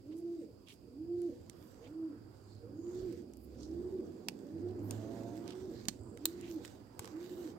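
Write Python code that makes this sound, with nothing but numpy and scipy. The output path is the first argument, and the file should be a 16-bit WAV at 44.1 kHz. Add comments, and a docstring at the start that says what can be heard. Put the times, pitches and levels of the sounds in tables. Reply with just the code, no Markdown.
"""A backyard: a dove coos nine times while a knife works on a succulent close to the microphone.
Each coo is a near-pure arch of pitch that beats against its echoes. Leaves rustle and a fine hiss swells
and fades; the juicy stem snaps in sharp clicks as its cells burst. Beyond the yard a vehicle pulls away,
its exhaust note climbing three times over a low wash of traffic. The microphone is bumped once."""
import sys
import numpy as np
from scipy import signal
from scipy.fft import rfft, irfft
from scipy.io import wavfile
from scipy.ndimage import uniform_filter1d

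SR = 44100
rng = np.random.default_rng(int(sys.argv[2]) if len(sys.argv) > 2 else 0)


def transcribe(signal):
    """Save signal, clipped to [-1, 1], as a 16-bit WAV file at the path in sys.argv[1]."""
    frames = np.atleast_2d(signal).T
    limited = np.clip(frames, -1, 1)
    pcm = np.round(limited * 32767).astype(np.int16)
    wavfile.write(sys.argv[1], SR, pcm)


N = 334278

# Each row: start, length and rise in seconds, pitch in Hz, climb in Hz/s, level and swell in dB,
# hoarse opening's delay in seconds and level in dB, held octave in dB, echo delay in seconds, echo in dB.
COOS = [ (-.041, 0.47, 0.15, 347.6, -41.5, -44, -0.5, 0.1, -67, -70.5, 0.07, -5.5),
        (0.881, 0.43, .110, 346.8, 75.5, -41.5, 3, 0.0099, -63, -69.5, 0.029, -6),
        (1.820, 0.31, 0.085, 326.8, -35, -43.5, 7, 0.0091, -56.5, -72.5, .0310, -7),
        (2.628, 0.5, 0.11, 352.4, 151, -42.5, 7.5, 0.027, -56, -81, 0.021, -11),
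        (3.48, .542, 0.11, 340, 238, -45.5, 9, 0.073, -62, -87, 0.05, -5),
        (4.379, 0.44, 0.11, 347, 160, -46.5, 7, 0.072, -62.5, -71, 0.037, -4.5),
        (5.213, .514, .107, 353, 166, -47.5, 8.5, .03, -61, -70, 0.01266, -5.5),
        (6.149, 0.45, 0.099, 350, -34, -43.5, 7, 0.013, -60.5, -75, .0130, -7.5),
        (7.016, 0.47, 0.13, 359.8, 12, -44.5, 7, 0.035, -57.5, -85, .0157, -7.5), ]
# Far yard walls. Each row: delay in seconds, gain in dB.
WALL_ECHOES = [(.037,-15.5),(.058,-14.5)]
# Brief dropouts of the coos. Each row: time in seconds, share lost from 0 to 1.
COO_DIPS = [(.18,0.4),(1.07,.7),(2.825,1),(3.093,.6),(4.85,.5),(5.42,.6),(6.535,0.47),(3.91,0.8),(4.59,.6),(5.52,0.8),(5.606,.6),(6.416,1),(6.477,0.66),(7.2,0.5),(7.285,0.8),(7.361,1)]
# Each row: time in seconds, then rumble, body and tyre roar in relative dB.
TRAFFIC_LEVELS = [(0,-61.5,-62,-80.5),(.65,-64,-65,-81),(1.05,-58.5,-63,-82.5),(1.75,-60,-64,-72.5),(2.5,-61,-63,-77.5),(3.02,-56,-53.5,-71.5),(3.35,-61.5,-59.5,-81.5),(3.8,-57,-53.5,-72.5),(4.25,-66.5,-53.5,-74),(4.6,-61,-52.5,-73),(4.95,-57,-50.5,-64.5),(5.25,-60.5,-50.5,-64.5),(5.95,-55.5,-58.5,-74.5),(6.45,-59,-56,-71.5),(6.85,-58.5,-62,-72.5),(7.15,-60,-56.5,-68),(7.58,-61.5,-57,-69)]
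# Noise colours. Each row: frequency in Hz, spectral density in relative dB.
RUMBLE_SPECTRUM = [(20,-32.5),(40,-25),(65,-0.5),(110,6.5),(150,-6.5),(220,-26.5),(400,-69.5)]
BODY_SPECTRUM = [(90,-30),(160,-8),(230,0),(350,1),(430,-7),(560,-16),(800,-25.5),(1500,-74)]
TYRE_SPECTRUM = [(250,-29),(480,1),(700,-4.5),(1000,-7),(1500,-12.5),(1900,-19.5),(4000,-46.5)]
AIR_SPECTRUM = [(900,-23),(1500,-12),(2500,0.5),(4000,-5),(5700,-9),(7500,-0.5),(9500,-7),(13000,-5.5),(15800,-6)]
HISS_SPECTRUM = [(600,-39.5),(1500,5),(2500,-0.5),(4000,1),(6000,0),(8200,-0.5),(9600,-15.5),(11000,-13),(13000,-4.5),(15800,-10.5)]
CRACK_SPECTRUM = [(100,1),(800,-0.5),(1400,-4),(2200,-1.5),(4000,-4),(8000,0),(10000,-1),(13000,-3.5),(16000,-10.5)]
# Each row: frequency in Hz, left-right correlation.
NOISE_COHERENCE = [(60, 0.26), (130, 1), (290, 0.91), (640, 0.19), (1410, -0.07), (3100, 0.06),
                   (6820, 0.42), (15000, 0.0)]
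# Each row: frequency in Hz, pan in dB. Pan is left minus right throughout.
NOISE_PAN = [(60,-10),(130,-3.5),(290,-6),(640,-10.5),(1400,-10.5),(3100,-8.5),(6800,-13),(11000,0.5),(15000,-7.5)]
# Fine high hiss. Each row: start and length in seconds, relative level and its change in dB.
HISS_SWELLS = [(0.067,0.39,-82.5,4),(1.15,0.8,-76,-2),(2.316,0.13,-82,-8),(2.876,0.34,-71.5,-0.5),(3.478,1.48,-78,0.5),(4.892,0.717,-67,-5),(5.614,0.355,-68.5,1),(6.194,0.57,-67,4.5),(6.72,.3,-77,0),(7.022,0.5,-67,4)]
# Brief soft noise: rustles and a few faint, high, narrow-band whispers.
# Each row: midpoint and length in seconds, centre and width in Hz, level in dB.
SOFT_PATCHES = [(0.126,0.056,2560,3450,-70),(0.186,0.081,9000,9000,-69.5),(0.702,.1,2970,1820,-59),(0.718,.14,6600,11000,-65.5),(1.65,0.31,12700,4000,-73.5),(1.861,0.089,2530,2200,-65),(2.199,.9,1390,500,-75.5),(2.533,0.3,4400,1010,-72.5),(2.498,0.29,7350,1990,-76.5),(2.901,0.41,6760,900,-70),(3.428,0.18,13400,6000,-71),(3.635,0.17,5300,3000,-62),(4.87,0.15,13500,4000,-66.5),(5.503,0.13,3070,3570,-60),(5.788,.19,4470,1600,-64.5),(6.065,0.51,7700,1400,-72),(6.453,0.18,2490,1800,-61),(6.5,0.15,5070,5030,-66),(6.52,0.13,13900,4000,-65),(7.031,.13,4000,7000,-64.5),(7.379,.33,13900,5000,-70)]
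# The right port favours the middle, the left the top. Each row: frequency in Hz, pan in dB.
CRACK_PAN = [(500,4),(4000,-6),(8000,-5.5),(11000,14),(16000,-5)]
# Each row: start in seconds, relative level and pan in dB, decay in seconds, low and high stem ring
# in Hz, thump in relative dB, thump pitch in Hz, blade ring in relative dB.
STEM_SNAPS = [(4.2846,-34.5,-2.5,0.0023,2600,4800,-42.5,840,-54),(5.8840,-31,-7.5,0.0032,4200,6300,-38.5,234,-57),(6.2550,-28.5,-3,0.0022,4080,8140,-39.5,323,-29.5),(6.9925,-41,-0.5,0.0031,940,7600,-48,107,-52)]
# Knife and leaf. Each row: start in seconds, relative level and pan in dB, centre in Hz.
KNIFE_TICKS = [(0.685,-41.5,-6,2990),(1.2182,-43.5,0,8240),(1.497,-35,-12.5,7260),(3.126,-45.5,-10,13080),(3.3354,-45,-2,7500),(3.37,-47.5,7,12100),(4.9088,-24.5,-2.5,7140),(5.478,-37,-16,3000),(5.506,-39,-13,4500),(5.854,-40,-8,4030),(6.1734,-38.5,-5,1600),(6.411,-38.5,0,6810),(6.512,-38.5,-4,5900),(6.6489,-31.5,-4.5,2390),(6.655,-38,-15,7030),(7.0447,-33,-4,1150),(7.055,-36.5,-6,5900),(7.0753,-35,-5,1170)]
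# Each row: start and length in seconds, first and last firing rate in Hz, easing from 0 to 1,
# time to peak in seconds, level in dB, fade in dB/s.
ENGINE_PULLS = [(2.1, 1.1, 89.56, 124.3, 0.03, 0.99, -55.5, 4.5),
                (3.299, 0.86, 61.54, 86.3, 0, 0.36, -49, 26), (4.499, 1.1, 92.6, 118.1, .65, 0.42, -44, 27)]
# Throttle open. Each row: multiple of the firing rate, relative level in dB.
EXHAUST_PARTIALS = [(2,-5),(3,4),(4,-14),(5,-3.5),(6,1),(7,-14),(8,-11)]

T = np.arange(N) / SR


def gain_of(db):
    """Decibels to amplitude."""
    return 10 ** (np.asarray(db) / 20)


def unit_rms(x):
    """Scales to an rms of one."""
    return x / np.sqrt(np.mean(x ** 2) + 1e-20)


def at_hz(table, hz):
    """Interpolates a table over log frequency."""
    knots_hz, values = np.transpose(table)
    return np.interp(np.log(hz + 1), np.log(knots_hz + 1), values)


def add(mix, start_s, sound):
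    """Mixes a sound in at start_s."""
    part = mix[..., max(round(start_s * SR), 0):][..., :sound.shape[-1]]
    part += sound[..., :part.shape[-1]]


def pan(pan_db):
    """Left and right gains with a mean of one."""
    pair = gain_of(np.array([[.5], [-.5]]) * pan_db)
    return pair / pair.mean(0)


def bell(x, centre, half_width):
    """Gaussian of height one."""
    return np.exp(-((x - centre) / half_width) ** 2)


def waver(n, hz):
    """Smooth random motion up to about hz."""
    bins_hz = np.fft.rfftfreq(n + SR, 1 / SR)
    return unit_rms(irfft(rfft(rng.standard_normal(n + SR)) * bell(bins_hz, 0, hz)))[:n]


def ring(x, hz, width_hz, passes=1):
    """Two-pole resonance, applied passes times; unit rms."""
    b, a = signal.iirpeak(hz, hz / width_hz, SR)
    for _ in range(passes):
        x = signal.lfilter(b, a, x)
    return unit_rms(x)


def noise(spectrum, patch_db):
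    """Coloured stereo noise with drifting patches."""
    frames, hz = N // 512 + 5, np.fft.rfftfreq(2048, 1 / SR)
    a, b, c, d, patches = rng.standard_normal((5, frames, len(hz)))
    patches = unit_rms(uniform_filter1d(uniform_filter1d(patches, size=9, axis=0), size=24, axis=1))
    coherence = at_hz(NOISE_COHERENCE, hz)
    left = a + 1j * b
    right = coherence * left + np.sqrt(1 - coherence ** 2) * (c + 1j * d)
    colour = gain_of(at_hz(spectrum, hz) + patch_db * patches)
    bins = np.array([left, right]) * colour * pan(at_hz(NOISE_PAN, hz))[:, None]
    x = signal.istft(bins.swapaxes(1, 2), nperseg=2048, noverlap=1536)[1][:, :N]
    return x / x.mean(0).std()


def scatter(x, t60_s):
    """Diffuse tail from fences and plants, different in each ear."""
    t = np.arange(SR // 2) / SR
    taps = rng.standard_normal((2, len(t))) * gain_of(-60 * t / t60_s) * (1 - np.exp(-t / t60_s * 20))
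    return signal.oaconvolve(np.atleast_2d(x), taps / np.linalg.norm(taps[0]), axes=1)[:, :N]


def coo(t, length_s, rise_s, top_hz, climb_hz_per_s, level_db, swell_db, open_s, open_db, held_db):
    """A near-sine rises, holds and drops; its slack, low ends are hoarse and carry a ragged octave."""
    slack_hz, throat_cutoff_hz, fall_s, close_db = 233.2, 288.4, .028, -56
    n = len(t)
    rise = 1 - bell(np.maximum(t, 0), 0, rise_s)
    fall = 1 - np.exp(-np.maximum(length_s - t, 0) / fall_s)
    arch = rise * fall
    slack = 1 - arch
    hz = slack_hz + (top_hz + climb_hz_per_s * (t - length_s / 2) - slack_hz) * arch
    jitter = .0075 * (1 + 2 * slack) * waver(n, hz=57.8)
    phase = 2 * np.pi * np.cumsum(hz * (1 + jitter)) / SR
    octave = np.sin(2 * phase + .5 * waver(n, hz=40)) * (1 + .25 * waver(n, hz=30))
    effort = gain_of(level_db + swell_db * (t / length_s - .5)) / (1 + (throat_cutoff_hz / hz) ** 16)
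    opening = gain_of(open_db) * bell(t, open_s, .041)
    held = gain_of(held_db) * bell(t / length_s, .72, .31)
    closing = gain_of(close_db) * bell(t, length_s + .0049, .021)
    voice = effort * np.sin(phase) + (opening + held + closing) * octave
    flutter = 1 + (.12 + .22 * slack) * waver(n, hz=100)
    return np.sqrt(2) * voice * flutter * signal.windows.tukey(n, .1)


def dove(pan_db=-3.5, yard_db=-16, margin_s=.06, dip_half_s=.014):
    """Gliding coos beat against echoes: a near one that shifts as the microphone moves, and the walls."""
    near = np.zeros(N)
    for start_s, length_s, *shape, echo_s, echo_db in COOS:
        onset_s = max(start_s - margin_s, 0)
        call = coo(np.arange(onset_s - start_s, length_s + margin_s, 1 / SR), length_s, *shape)
        add(near, onset_s, call)
        add(near, onset_s + echo_s, gain_of(echo_db) * call)
    heard = near.copy()
    for delay_s, db in WALL_ECHOES:
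        add(heard, delay_s, gain_of(db) * near)
    for time_s, lost in COO_DIPS:
        heard *= 1 - lost * bell(T, time_s, dip_half_s)
    return pan(pan_db) * (heard + gain_of(yard_db) * scatter(near, t60_s=.8))


def traffic(rumble_trim_db=-1, body_trim_db=4, tyre_trim_db=5):
    """Rumble, body and tyre roar swell as the vehicle goes by."""
    times_s, *levels_db = np.transpose(TRAFFIC_LEVELS)
    rumble_db, body_db, tyre_db = (np.interp(T, times_s, db) for db in levels_db)
    return (gain_of(rumble_db + rumble_trim_db) * noise(RUMBLE_SPECTRUM, patch_db=1)
            + gain_of(body_db + body_trim_db) * noise(BODY_SPECTRUM, patch_db=1.5)
            + gain_of(tyre_db + tyre_trim_db) * noise(TYRE_SPECTRUM, patch_db=2.5))


def air(hiss_db=-80, band_db=-78, pan_db=-6):
    """Faint steady hiss with one narrow band standing out."""
    band = ring(rng.standard_normal((2, N)), hz=4820, width_hz=640, passes=2)
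    return gain_of(hiss_db) * noise(AIR_SPECTRUM, patch_db=.7) + gain_of(band_db) * pan(pan_db) * band


def swelling_hiss(trim_db=-2, floor_db=-91.5, edge_s=.028, crackle_db=-7, crackles_per_s=100):
    """A fine high hiss with tiny crackles swells and fades over a faint steady floor."""
    level = np.full(N, gain_of(floor_db))
    for start_s, length_s, db, change_db in HISS_SWELLS:
        t = T - start_s
        gate = (np.tanh(t / edge_s) - np.tanh((t - length_s) / edge_s)) / 2
        level += gate * gain_of(db + trim_db + change_db * (np.clip(t / length_s, 0, 1) - .5))
    sizes = np.exp(.7 * np.minimum(rng.exponential(1, N), 3))
    impulses = sizes * (rng.random(N) < crackles_per_s / SR)
    crackle = unit_rms(np.convolve(impulses, np.exp(-np.arange(200) / 40))[:N])
    flicker = gain_of(1.8 * waver(N, hz=18))
    grain = flicker * np.sqrt(1 + (gain_of(crackle_db) * crackle) ** 2)
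    return level * noise(HISS_SPECTRUM, patch_db=2.5) * grain


def rustles_and_whispers(grain_db=3.5, pan_db=-6):
    """Brief soft patches of grainy noise: wide bands rustle, narrow high ones whisper."""
    out = np.zeros((2, N))
    for mid_s, length_s, hz, width_hz, db in SOFT_PATCHES:
        n = round(length_s * SR)
        grainy = rng.standard_normal((2, n)) * gain_of(grain_db * waver(n, hz=300))
        patch = ring(grainy, hz, width_hz, passes=2) * np.hanning(n)
        add(out, mid_s - length_s / 2, gain_of(db) * pan(pan_db) * patch)
    return out


def fracture(t, decay_s, rise_s=.00047, split_hz=9000, top_decay_ratio=.63):
    """Plant cells burst in a run that dies within milliseconds, the top first."""
    hz = np.fft.rfftfreq(len(t), 1 / SR)
    phasors = np.exp(2j * np.pi * rng.random((2, len(hz))))
    bursts = phasors * gain_of(at_hz(CRACK_SPECTRUM, hz)) * pan(at_hz(CRACK_PAN, hz))
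    lowpass = 1 / (1 + (hz / split_hz) ** 4)
    body = irfft(bursts * lowpass, len(t)) * np.exp(-t / decay_s)
    top = irfft(bursts * (1 - lowpass), len(t)) * np.exp(-t / (decay_s * top_decay_ratio))
    return unit_rms((body + top) * (1 - np.exp(-t / rise_s)))


def knife(snap_trim_db=-9, tick_trim_db=-26, stem_db=-4, thump_cycles=1.5):
    """Snaps ring stem and blade and jolt the fleshy plant; the ground returns each click."""
    ground_s, ground_db, yard_db = .0098, -21, -24
    out, t = np.zeros((2, N)), np.arange(2048) / SR
    for start_s, db, pan_db, decay_s, low_hz, high_hz, thump_db, thump_hz, blade_db in STEM_SNAPS:
        crack = fracture(t, decay_s)
        stem = ring(crack, low_hz, width_hz=480) + ring(crack, high_hz, width_hz=680)
        snap = gain_of(db) * unit_rms(crack + gain_of(stem_db) * stem) * pan(pan_db)
        blade = gain_of(blade_db) * ring(crack, hz=14600, width_hz=700)
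        thump = 2 * gain_of(thump_db) * np.sin(2 * np.pi * thump_hz * t)
        thump *= np.exp(-t * thump_hz / thump_cycles)
        add(out, start_s, gain_of(snap_trim_db) * (snap + blade) + thump * pan(pan_db))
    for start_s, db, pan_db, hz in KNIFE_TICKS:
        crack = fracture(t, decay_s=.0015)
        tick = unit_rms(crack + ring(crack, hz, width_hz=hz / 2))
        add(out, start_s, gain_of(db + tick_trim_db) * pan(pan_db) * tick)
    add(out, ground_s, gain_of(ground_db) * out)
    return out + gain_of(yard_db) * scatter(out, t60_s=.2)


def engine(wander=.012, roughness=.16, surge_db=2.5, nearest_s=5.203, near_db=-54, pan_db=-6):
    """A distant exhaust note climbs, swells and fades in each pull, brightest at the nearest point."""
    out = np.zeros(N)
    for start_s, length_s, first_hz, last_hz, easing, peak_s, db, fade_db_per_s in ENGINE_PULLS:
        t = np.arange(0, length_s, 1 / SR)
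        n, progress = len(t), t / length_s
        firing_hz = first_hz + (last_hz - first_hz) * (progress + easing * progress * (1 - progress))
        phase = 2 * np.pi * np.cumsum(firing_hz * (1 + wander * waver(n, hz=25))) / SR
        overtones = sum(gain_of(partial_db) * np.sin(k * phase) * (1 + roughness * waver(n, hz=42))
                        for k, partial_db in EXHAUST_PARTIALS)
        boom = gain_of(db - fade_db_per_s * abs(t - peak_s) + surge_db * waver(n, hz=10))
        nearness = gain_of(near_db) * bell(start_s + t, nearest_s, .25)
        add(out, start_s, (boom * np.sin(phase) + nearness * overtones) * signal.windows.tukey(n, .15))
    return pan(pan_db) * out


def mic_bump(mid_s=3.05, length_s=.28, level_db=-59):
    """A soft low bump as the microphone is moved."""
    out, n = np.zeros((2, N)), round(length_s * SR)
    bump = ring(rng.standard_normal(n), hz=45, width_hz=50, passes=2) * np.hanning(n)
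    add(out, mid_s - length_s / 2, gain_of(level_db) * bump)
    return out


def scene():
    """Everything heard in the yard."""
    return (dove() + engine() + traffic() + air() + swelling_hiss() + rustles_and_whispers()
            + knife() + mic_bump())


def record(dry):
    """The recorder's band limit."""
    lowpass = signal.firwin(511, cutoff=16100, window=("kaiser", 9), fs=SR)
    return signal.oaconvolve(dry, lowpass[None], "same")


dry = scene()
out = record(dry)
transcribe(out)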